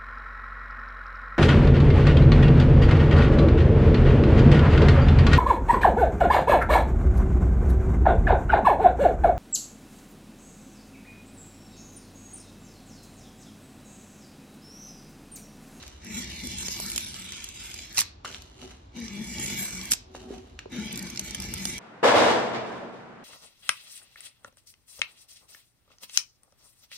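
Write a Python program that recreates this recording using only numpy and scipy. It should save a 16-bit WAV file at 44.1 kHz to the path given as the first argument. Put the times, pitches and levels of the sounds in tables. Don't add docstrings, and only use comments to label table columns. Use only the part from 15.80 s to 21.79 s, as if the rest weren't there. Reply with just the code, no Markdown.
import sys
import numpy as np
from scipy import signal
from scipy.fft import rfft, irfft
from scipy.io import wavfile
from scipy.ndimage import map_coordinates

SR = 44100
rng = np.random.default_rng(int(sys.argv[2]) if len(sys.argv) > 2 else 0)


def generate_wav(signal):
    frames = np.transpose(np.atleast_2d(signal))
    scaled = np.clip(frames, -1, 1) * 32767
    pcm = np.round(scaled).astype(np.int16)
    wavfile.write(sys.argv[1], SR, pcm)


N = 264159
TIME = np.arange(N) / SR
HZ = np.fft.rfftfreq(8192, 1 / SR)


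def amp(db):
    return 10 ** (np.asarray(db) / 20)

def read(points, hz):
    f, value = np.transpose(points)
    return np.interp(np.log(hz + 1), np.log(f), value)

def evened(x):
    return x / np.sqrt(np.mean(x[0] ** 2) + 1e-20)

def add(mix, s, sound):
    part = mix[:, max(round(s * SR), 0):][:, :sound.shape[1]]
    part += sound[:, :part.shape[1]]

def colour(x, db):
    log_gain = np.log(amp(np.maximum(db, -100)))
    mirrored = np.concatenate([log_gain, log_gain[-2:0:-1]])
    response = np.exp(np.conj(signal.hilbert(mirrored)))
    taps = np.fft.ifft(response).real[:len(HZ)]
    return signal.oaconvolve(x, taps[None], axes=1)[:, :x.shape[1]]

def treble(x, corner_hz=7000):
    hz = np.fft.rfftfreq(x.shape[1], 1 / SR)
    return irfft(rfft(x) / (1 + (corner_hz / (hz + 1)) ** 10), x.shape[1])

def resonances(modes):
    power = sum(amp(db) ** 2 / (1 + ((HZ ** 2 - hz ** 2) / (width * HZ + 1e-6)) ** 2)
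                for hz, width, db in modes)
    return 10 * np.log10(power + 1e-12)

def resonate(x, hz, width):
    turn = np.exp(2j * np.pi * np.cumsum(hz) / SR)
    decay = np.exp(-np.pi * width / SR)
    return 2 * (turn * signal.lfilter([1 - decay], [1, -decay], x / turn)).real

def grains(per_s, spread_db, alike, size=N):
    sizes = amp(spread_db * np.minimum(rng.exponential(1, size), 4))
    clicks = sizes * rng.choice([-1, 1], size) * (rng.random(size) < per_s / SR)
    place = alike + np.sqrt(1 - alike ** 2) * rng.standard_normal(size)
    return np.array([clicks, clicks * place])

def splinter(decay_s, rise_s, alike):
    t = TIME[:len(HZ)]
    burst = grains(per_s=22000, spread_db=4, alike=alike, size=len(t))
    burst *= (1 - np.exp(-t / rise_s)) * np.exp(-t / decay_s)
    return burst / (np.linalg.norm(burst, axis=1, keepdims=True) + 1e-12)

def flutter(per_s, depth_db):
    knots = rng.standard_normal(N)
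    return amp(depth_db * np.interp(TIME * per_s, np.arange(N), knots))

def catches(per_s, size, decay_s):
    spikes = size * np.minimum(rng.exponential(1, N), 3) * (rng.random(N) < per_s / SR)
    return 1 + signal.lfilter([1], [1, -np.exp(-1 / (decay_s * SR))], spikes)

def drift(x, depth_db, patch_s, patch_hz, sag_hz_per_s=0):
    hz, t, spectrum = signal.stft(x, SR, nperseg=512)
    knots = rng.standard_normal((200, 300))
    hz, t = np.meshgrid(hz, t, indexing="ij")
    position = [(hz + sag_hz_per_s * t) / patch_hz, t / patch_s]
    hills = map_coordinates(knots, position, order=3, mode="mirror")
    shaped = spectrum * amp(depth_db * np.minimum(hills, 1))
    loudness = np.linalg.norm(spectrum, axis=1, keepdims=True)
    shaped *= loudness / (np.linalg.norm(shaped, axis=1, keepdims=True) + 1e-20)
    return signal.istft(shaped, SR, nperseg=512)[1][:, :N]


# f/Hz, level/dB. Levels in all tables are relative.
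WORKSHOP_TONE = [(20, -7), (35, 1), (52, 9.5), (72, 9), (110, 1.5), (170, -6.5), (330, -5), (500, -15.5),
                 (1000, -17), (2000, -25), (3700, -22.5), (7000, -32.5), (9000, -51), (13000, -63.5)]
def workshop():
    air = evened(colour(rng.standard_normal((2, N)), read(WORKSHOP_TONE, HZ)))
    side_db = read([(60, -32.5), (200, -17), (600, 5.5), (4000, -2)], HZ)
    return amp(-52) * np.array([air[0], colour(air[1:], side_db)[0]])

# f/Hz, time to fade by 60 dB/s
ECHO_TIMES = [(100, 0.12), (1000, 0.28), (4000, 0.36), (8000, 0.21), (13000, 0.15)]
def room(x):
    shape = (2, SR // 2)
    echoes = rng.choice([-1., 1.], shape) * (rng.random(shape) < 3000 / SR) * (TIME[:SR // 2] > .004)
    hz, t, spectrum = signal.stft(echoes, SR, nperseg=256)
    fade = amp(-60 * t / read(ECHO_TIMES, hz)[:, None])
    tail = signal.istft(spectrum * fade, SR, nperseg=256)[1]
    return signal.oaconvolve(x[:1], tail / np.linalg.norm(tail[0]), axes=1)[:, :N]

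# f/Hz, width/Hz, level/dB
BENCH_NOTE = [(67, 53, -3.5)]
# peak t/s, length/s, level/dB
SHUDDERS = [(0.752, 0.51, -49.5), (3.658, 0.54, -52.5), (5.67, 0.21, -44.5)]
def bench():
    strain = sum(amp(db) * np.exp(-((TIME - s) / length) ** 2) for s, length, db in SHUDDERS)
    sharpened_db = 2 * resonances(BENCH_NOTE)
    rumble = evened(colour(grains(per_s=400, spread_db=1, alike=1), sharpened_db))[0]
    return np.array([strain * rumble, np.zeros(N)])

# f/Hz, width/Hz, level/dB
HOLLOW_NOTES = [(241.7, 28, -1), (373, 7.8, 3), (439, 14, -8.5), (639, 40, -16), (746, 27, -10.5),
                (846, 40, -18.5), (1300, 300, -30.5)]
# f/Hz, level/dB
SCRAPE_TONE = [(300, -5.5), (1100, -5.5), (2000, -5.5), (2500, -4.5), (2950, -0.5), (3400, -9.5),
               (3900, -2), (5100, -11.5), (5700, -5.5), (7500, -13.5), (9000, -21), (13000, -26.5)]
# peak t/s, rise/s, fall/s, rub level/dB, scrape level/dB
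SLIDES = [(0.01, 0.086, 0.18, -56.5, -52), (2.45, 0.0025, 0.11, -57, -42.5),
          (2.838, 0.046, 0.085, -49.5, -52), (4.354, 0.0057, 0.016, -51, -46),
          (4.42, 0.036, 0.032, -50.5, -66.5), (4.533, 0.13, 0.14, -46, -59), (4.54, 0.01, 0.0091, -50, -54)]
def slides():
    rub = evened(colour(grains(per_s=610, spread_db=-2.5, alike=.33), resonances(HOLLOW_NOTES)))
    scrape = colour(grains(per_s=2000, spread_db=-6, alike=.11), read(SCRAPE_TONE, HZ))
    scrape = drift(scrape, depth_db=2.5, patch_s=.08, patch_hz=180)
    scrape = evened(scrape) * catches(per_s=110, size=.55, decay_s=.005)
    out = np.zeros((2, N))
    for peak, rise, fall, rub_db, scrape_db in SLIDES:
        pressure = np.exp(-np.maximum((peak - TIME) / rise, (TIME - peak) / fall))
        out += pressure * (amp(rub_db) * rub + amp(scrape_db) * scrape)
    return out

# t/s, level/dB
BUMPS = [(2.829, -27), (2.841, -21.5), (4.567, -25)]
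def bumps(soft_hz=2000, damping=1.6):
    out = np.zeros((2, N))
    ring_db = resonances([(hz, damping * width, db) for hz, width, db in HOLLOW_NOTES])
    ring_db -= 10 * np.log10(1 + (HZ / soft_hz) ** 2)
    for s, db in BUMPS:
        push = amp(-3) * splinter(decay_s=.008, rise_s=.001, alike=.3)
        push[0, 0] += 1
        ring = colour(push, ring_db)
        add(out, s, amp(db + 5) * ring / np.linalg.norm(ring[0]))
    return out

# t/s, level/dB, centre f/Hz, width/Hz
KNOCKS = [(0.036, -27, 1920, 3550), (0.079, -26.5, 5030, 5030), (0.883, -23, 616, 730),
          (0.999, -22, 574, 696), (1.179, -13.5, 2720, 450), (2.1818, -25, 1680, 700),
          (2.188, -21, 1200, 450), (2.2168, -22.5, 1380, 500), (2.4467, -15.5, 1160, 260),
          (2.448, -26, 4450, 3500), (2.458, -17.5, 1480, 350), (2.458, -29, 4200, 3000),
          (2.527, -25, 3500, 1490), (2.545, -18, 3500, 900), (2.621, -28.5, 4530, 4000),
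          (2.8256, -30, 620, 800), (4.122, -21, 206, 70), (4.1358, -27, 820, 400), (4.349, -24, 1200, 700),
          (4.3484, -23.5, 600, 200), (4.505, -12.5, 400, 60), (4.7902, -17, 2470, 1000),
          (4.7908, -26.5, 6100, 1400), (4.7934, -27, 2250, 2000), (4.8568, -21.5, 431, 107),
          (5.854, -26.5, 850, 398)]
def knocks():
    out = np.zeros((2, N))
    tilt_db = read([(150, -9.5), (350, -15.5), (7000, -24.5), (10000, -32.5), (14000, -21)], HZ)
    for s, db, hz, width in KNOCKS:
        tone_db = resonances([(hz, width, 0)]) + tilt_db
        tone_db -= 10 * np.log10(1 + (HZ / (hz + 2.9 * width)) ** 4)
        tone_db -= 10 * np.log10(1 + (.45 * hz / (HZ + 1)) ** 4)
        jolt = amp(-5) * splinter(decay_s=.0025, rise_s=.0004, alike=.3)
        jolt[0, SR // 2000] += 1
        knock = colour(jolt, tone_db)
        add(out, s, amp(db + 6) * knock / np.linalg.norm(knock[0]))
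    return out

# f/Hz, width/Hz, level/dB
BOARD_NOTES = [(65, 17, -9), (137, 8.4, -0.5), (187.2, 5.2, 7.5), (245.6, 19, -2), (336.6, 15.8, -1.5),
               (445, 11, -13), (610, 15, -15.5), (859, 48, -15.5)]
# t/s, length/s, extra chatter/dB
JUDDERS = [(0.27, 0.0084, 7), (0.306, 0.013, 12), (0.364, 0.03, 11), (0.646, 0.023, 11), (1.067, 0.028, 10),
           (3.223, 0.05, 15.5), (3.331, 0.02, 12.5), (3.374, 0.024, 11.5), (3.417, 0.021, 14),
           (3.521, 0.011, 12), (3.676, 0.021, 5.5), (4.933, 0.012, 8), (4.998, 0.03, 12.5),
           (5.064, 0.011, 13), (5.142, 0.01, 7.5)]
def board(age, contact, depth_db, pull, start_hz=230.5, settled_hz=203.5, settle_s=.27):
    body_db = resonances(BOARD_NOTES) + read([(900, -12), (2000, -5)], HZ)
    body = evened(colour(grains(per_s=2000, spread_db=1.5, alike=1), body_db))[0]
    hz = settled_hz + (start_hz - settled_hz) * np.exp(-age / settle_s)
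    phase = 2 * np.pi * np.cumsum(hz * flutter(per_s=90, depth_db=1)) / SR
    slips = np.sin(phase) + amp(-18) * np.sin(2 * phase)
    chatter = np.sqrt(2) * slips * flutter(per_s=110, depth_db=2.4)
    judder = amp(sum(db * np.exp(-((TIME - s) / length) ** 2) for s, length, db in JUDDERS))
    push = contact * amp(pull["groan"] - pull["groan fade"] * age + .96 * depth_db)
    groan = push * flutter(per_s=32, depth_db=1.77) * (amp(-3) * body + amp(-6.5) * judder * chatter)
    side = colour(groan[None], read([(80, -25), (170, -12), (400, -13.5)], HZ))[0]
    return np.array([groan, side])

# f/Hz, width/Hz, level/dB
BLADE_NOTES = [(1744, 44, -8.5), (2047, 33, -0.5), (2250, 31, 4.5), (2293, 41, 5), (2830, 110, -7.5),
               (3540, 80, -13), (4074, 120, -7.5), (4660, 40, -13), (5840, 210, -7)]
def blade(age, contact, depth_db, pull):
    ring = evened(colour(grains(per_s=2500, spread_db=.5, alike=.3), resonances(BLADE_NOTES)))
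    return contact * amp(pull["ring"] - pull["ring fade"] * age + .99 * depth_db) * ring

# t/s, f/Hz, level/dB
SHAVING_GLIDE = [(.72, 7200, -48), (0.92, 5360, -34), (1.021, 4420, -40), (1.2, 3830, -47.5),
                 (1.4, 2730, -46), (1.55, 2700, -48.5), (1.8, 2540, -48.5), (2.0, 2340, -49),
                 (2.13, 1750, -59), (2.16, 1660, -41), (2.2, 1600, -61.5)]
# multiple of the pitch, width/Hz, level/dB
SHAVING_NOTES = [(1, 487, 9.5), (1.206, 554, 5.5), (2.75, 696, 5.5)]
def shaving(grip):
    breaks = grains(per_s=980, spread_db=0, alike=.21)
    times, pitches, levels = np.transpose(SHAVING_GLIDE)
    hz = np.interp(TIME, times, pitches) * flutter(per_s=25, depth_db=.35)
    ring = np.zeros((2, N))
    for multiple, width, db in SHAVING_NOTES:
        broad = resonate(breaks, multiple * hz, 2 * width)
        ring += amp(db) * resonate(broad, multiple * hz, 2 * width)
    outside_s = TIME - np.clip(TIME, times[0], times[-1])
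    level = amp(np.interp(TIME, times, levels)) * np.exp(-(outside_s / .12) ** 2)
    return level * evened(ring) * grip

# f/Hz, level/dB
CRACK_TONE = [(100, -19.5), (600, -24), (1300, -17.5), (2800, -9), (4200, -8.5), (5600, -4), (7800, -7.5),
              (9500, -12), (13000, -12)]
# t/s, level/dB, treble/dB
CRACKS = [(0.671, -24, -13), (0.784, -22, -14.5), (0.83, -21.5, -33), (0.8827, -13, -30), (1, -21.5, -11),
          (1.062, -26, -11), (1.0997, -20.5, -17), (1.117, -17.5, -20.5), (1.1605, -14, -17),
          (1.178, -12, -18), (1.342, -22, -24), (1.521, -20.5, -28), (1.6416, -22.5, -14),
          (1.688, -24, -21), (1.941, -23.5, -17), (2.1727, -8, -39), (2.1803, -2.5, -20.5),
          (2.1892, -4, -19), (2.2, -12.5, -25), (2.2156, -11, -29), (3.281, -25, -31), (3.583, -19, -29),
          (3.661, -17, -28), (3.908, -32, -17), (4.013, -21, -28), (4.054, -25.5, -15), (4.11, -23, -3),
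          (4.1182, -8.5, -12), (4.134, -8.5, -19), (5.127, -32, -6.5), (5.1573, -23, -18),
          (5.1743, -21.5, -15), (5.192, -23, -15), (5.2253, -28, -11.5), (5.3, -25.5, -13.5),
          (5.3593, -23, -22), (5.374, -15, -31), (5.3938, -11.5, -24), (5.412, -29, -25),
          (5.5082, -22.5, -18), (5.547, -14, -22.5), (5.568, -31, -25), (5.601, -20, -16),
          (5.6211, -24, -15), (5.7383, -19.5, -14.5), (5.853, -11.5, -17), (5.98, -26, -13)]
# start t/s, peak t/s, end t/s, level/dB
TEARS = [(2.144, 2.206, 2.235, -23.5), (4.104, 4.119, 4.155, -22)]
def cracks():
    out = np.zeros((2, N))
    for s, db, treble_db in CRACKS:
        first_break = splinter(decay_s=.0012, rise_s=.0009, alike=.4)
        smaller_fibres = amp(-3.5) * splinter(decay_s=.003, rise_s=.004, alike=.4)
        snap = colour(first_break + smaller_fibres, read(CRACK_TONE, HZ))
        top = treble(snap)
        add(out, s, amp(db + 19) * (snap - top + amp(treble_db + 16) * top))
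    out = drift(out, depth_db=5, patch_s=.025, patch_hz=515)
    rip = evened(colour(grains(per_s=7100, spread_db=-7, alike=.5), read(CRACK_TONE, HZ)))
    for start, peak, end, db in TEARS:
        swell_db = np.interp(TIME, [start, peak, end], [-24, 0, -27])
        out += rip * amp(db + swell_db) * (TIME > start) * (TIME < end)
    return out

def stalls(depth_db, length_s, lag_s):
    times = np.transpose(CRACKS)[0] + lag_s
    marks = np.zeros(N)
    marks[np.minimum(np.round(times * SR).astype(int), N - 1)] = 1
    dip = np.exp(-(np.arange(-2048, 2049) / (length_s * SR)) ** 2)
    return amp(depth_db * np.minimum(signal.oaconvolve(marks, dip, "same"), 1))

def crackle(contact, depth_db, pull, per_s=80, range_db=29.5):
    out = np.zeros((2, N))
    for when, weakness in rng.random((per_s * N // SR, 2)):
        snap = splinter(decay_s=.00098, rise_s=.0003, alike=.29)
        add(out, when * N / SR, amp(-range_db * weakness) * snap)
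    out = drift(out, depth_db=6, patch_s=.012, patch_hz=1200)
    return contact * amp(pull["splinter"] + .79 * depth_db) * colour(out, read(CRACK_TONE, HZ))

# f/Hz, level/dB
HISS_TONE = [(100, -14), (500, -9.5), (1300, -1.5), (1900, 5), (2600, 3), (3200, 6), (4400, 4), (5600, 5),
             (7600, 1), (9000, -8), (13000, -7.5)]
def fibres(grip, age, contact, depth_db, pull):
    hiss = colour(grains(per_s=6000, spread_db=1, alike=.083), read(HISS_TONE, HZ))
    hiss = drift(hiss, depth_db=11, patch_s=.09, patch_hz=190.14, sag_hz_per_s=301)
    hiss = evened(hiss) * grip * catches(per_s=12, size=.9, decay_s=.00018)
    top = treble(hiss)
    dull_db = -20.5 * np.exp(-age / .34)
    brightness = amp(pull["treble"] + depth_db + dull_db) * flutter(per_s=20, depth_db=5.5)
    return contact * amp(-45 + depth_db) * (hiss - top + brightness * top)

# start t/s, end t/s, treble/dB, groan/dB, groan fade/(dB per s),
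# blade ring/dB, ring fade/(dB per s), loudest splinter/dB
PULLS = [(0.17, 2.15, 1, -45, 6, -47, 5, -10), (3.114, 4.11, 7, -39.5, 7, -47, -3, -12),
         (4.882, 5.99, -2, -39.5, 3.5, -48, -3, -13)]
# t/s, level above an ordinary cut/dB
CUT_DEPTHS = [
    [(0.22, -9), (0.26, -2.5), (0.37, 5), (0.44, 1.5), (0.58, 2.5), (0.7, 3.5), (0.81, 4.5), (0.87, 3.5),
     (0.93, 3.5), (1.15, 4), (1.36, -1), (1.6, 0.5), (1.74, -6), (1.8, 1), (1.87, -0.5), (1.925, -4),
     (2.02, 1.5), (2.07, -5), (2.13, -4)],
    [(3.2, -2), (3.46, -1.5), (3.56, 3.5), (3.72, 7), (3.82, 3.5), (3.93, 1), (3.98, 1.5), (4.08, -0.5)],
    [(4.96, 2), (5.16, 2.5), (5.35, -1.5), (5.62, 2), (5.82, 1), (5.88, 3), (5.99, 2.5)],
]
def pulling(bite_s=.058, release_s=.013):
    rows = np.array(PULLS)
    current = np.maximum(np.searchsorted(rows[:, 0], TIME) - 1, 0)
    start, end, *settings = rows[current].T
    age = np.maximum(TIME - start, 0)
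    bite = np.minimum(age / bite_s, 1) ** 2
    release = np.exp(-(np.maximum(TIME - end, 0) / release_s) ** 2)
    depth_db = np.interp(TIME, *np.concatenate(CUT_DEPTHS).T)
    names = ["treble", "groan", "groan fade", "ring", "ring fade", "splinter"]
    return age, bite * release, depth_db, dict(zip(names, settings))

# f/Hz, side level/dB
STEREO_WIDTH = [(100, -23), (700, -2.5), (1300, -14.5), (2200, -13.5), (3100, 1.5), (4200, -3), (5500, 0),
                (7500, 4.5), (10000, 14.5), (13000, 3.5)]
def widen(x, width_db):
    side = colour(x[1:], read(STEREO_WIDTH, HZ) + width_db)[0]
    return np.array([x[0], -signal.hilbert(side).imag])

def scene():
    age, contact, depth_db, pull = pulling()
    dips = stalls(depth_db=-4, length_s=.009, lag_s=.003)
    grip = dips * flutter(per_s=110, depth_db=2)
    paring = fibres(grip, age, contact, depth_db, pull) + shaving(grip)
    paring += dips * blade(age, contact, depth_db, pull)
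    breaking = cracks() + crackle(contact, depth_db, pull)
    cutting = widen(paring, width_db=1.1) + widen(breaking, width_db=1.5)
    clatter = widen(knocks() + bumps() + slides(), width_db=2.5)
    thrum = board(age, contact, depth_db, pull) + bench()
    echoes = room(amp(-15) * cutting + amp(-11.5) * clatter + amp(-24) * thrum)
    mid, side = cutting + clatter + thrum + workshop() + echoes
    return np.array([mid + side, mid - side])

# f/Hz, level/dB
OVERALL_TONE = [(15, -36), (30, -19), (48, 1), (9000, -2.5), (10900, -7), (12000, -4), (12900, 4),
                (13400, -21), (15000, -64.5)]
def record(dry, top_hz=14000):
    heard = colour(dry, read(OVERALL_TONE, HZ))
    low_pass = signal.firwin(255, top_hz, window=("kaiser", 9), fs=SR)
    return signal.oaconvolve(heard, low_pass[None], "same")


dry = scene()
out = record(dry)
generate_wav(out)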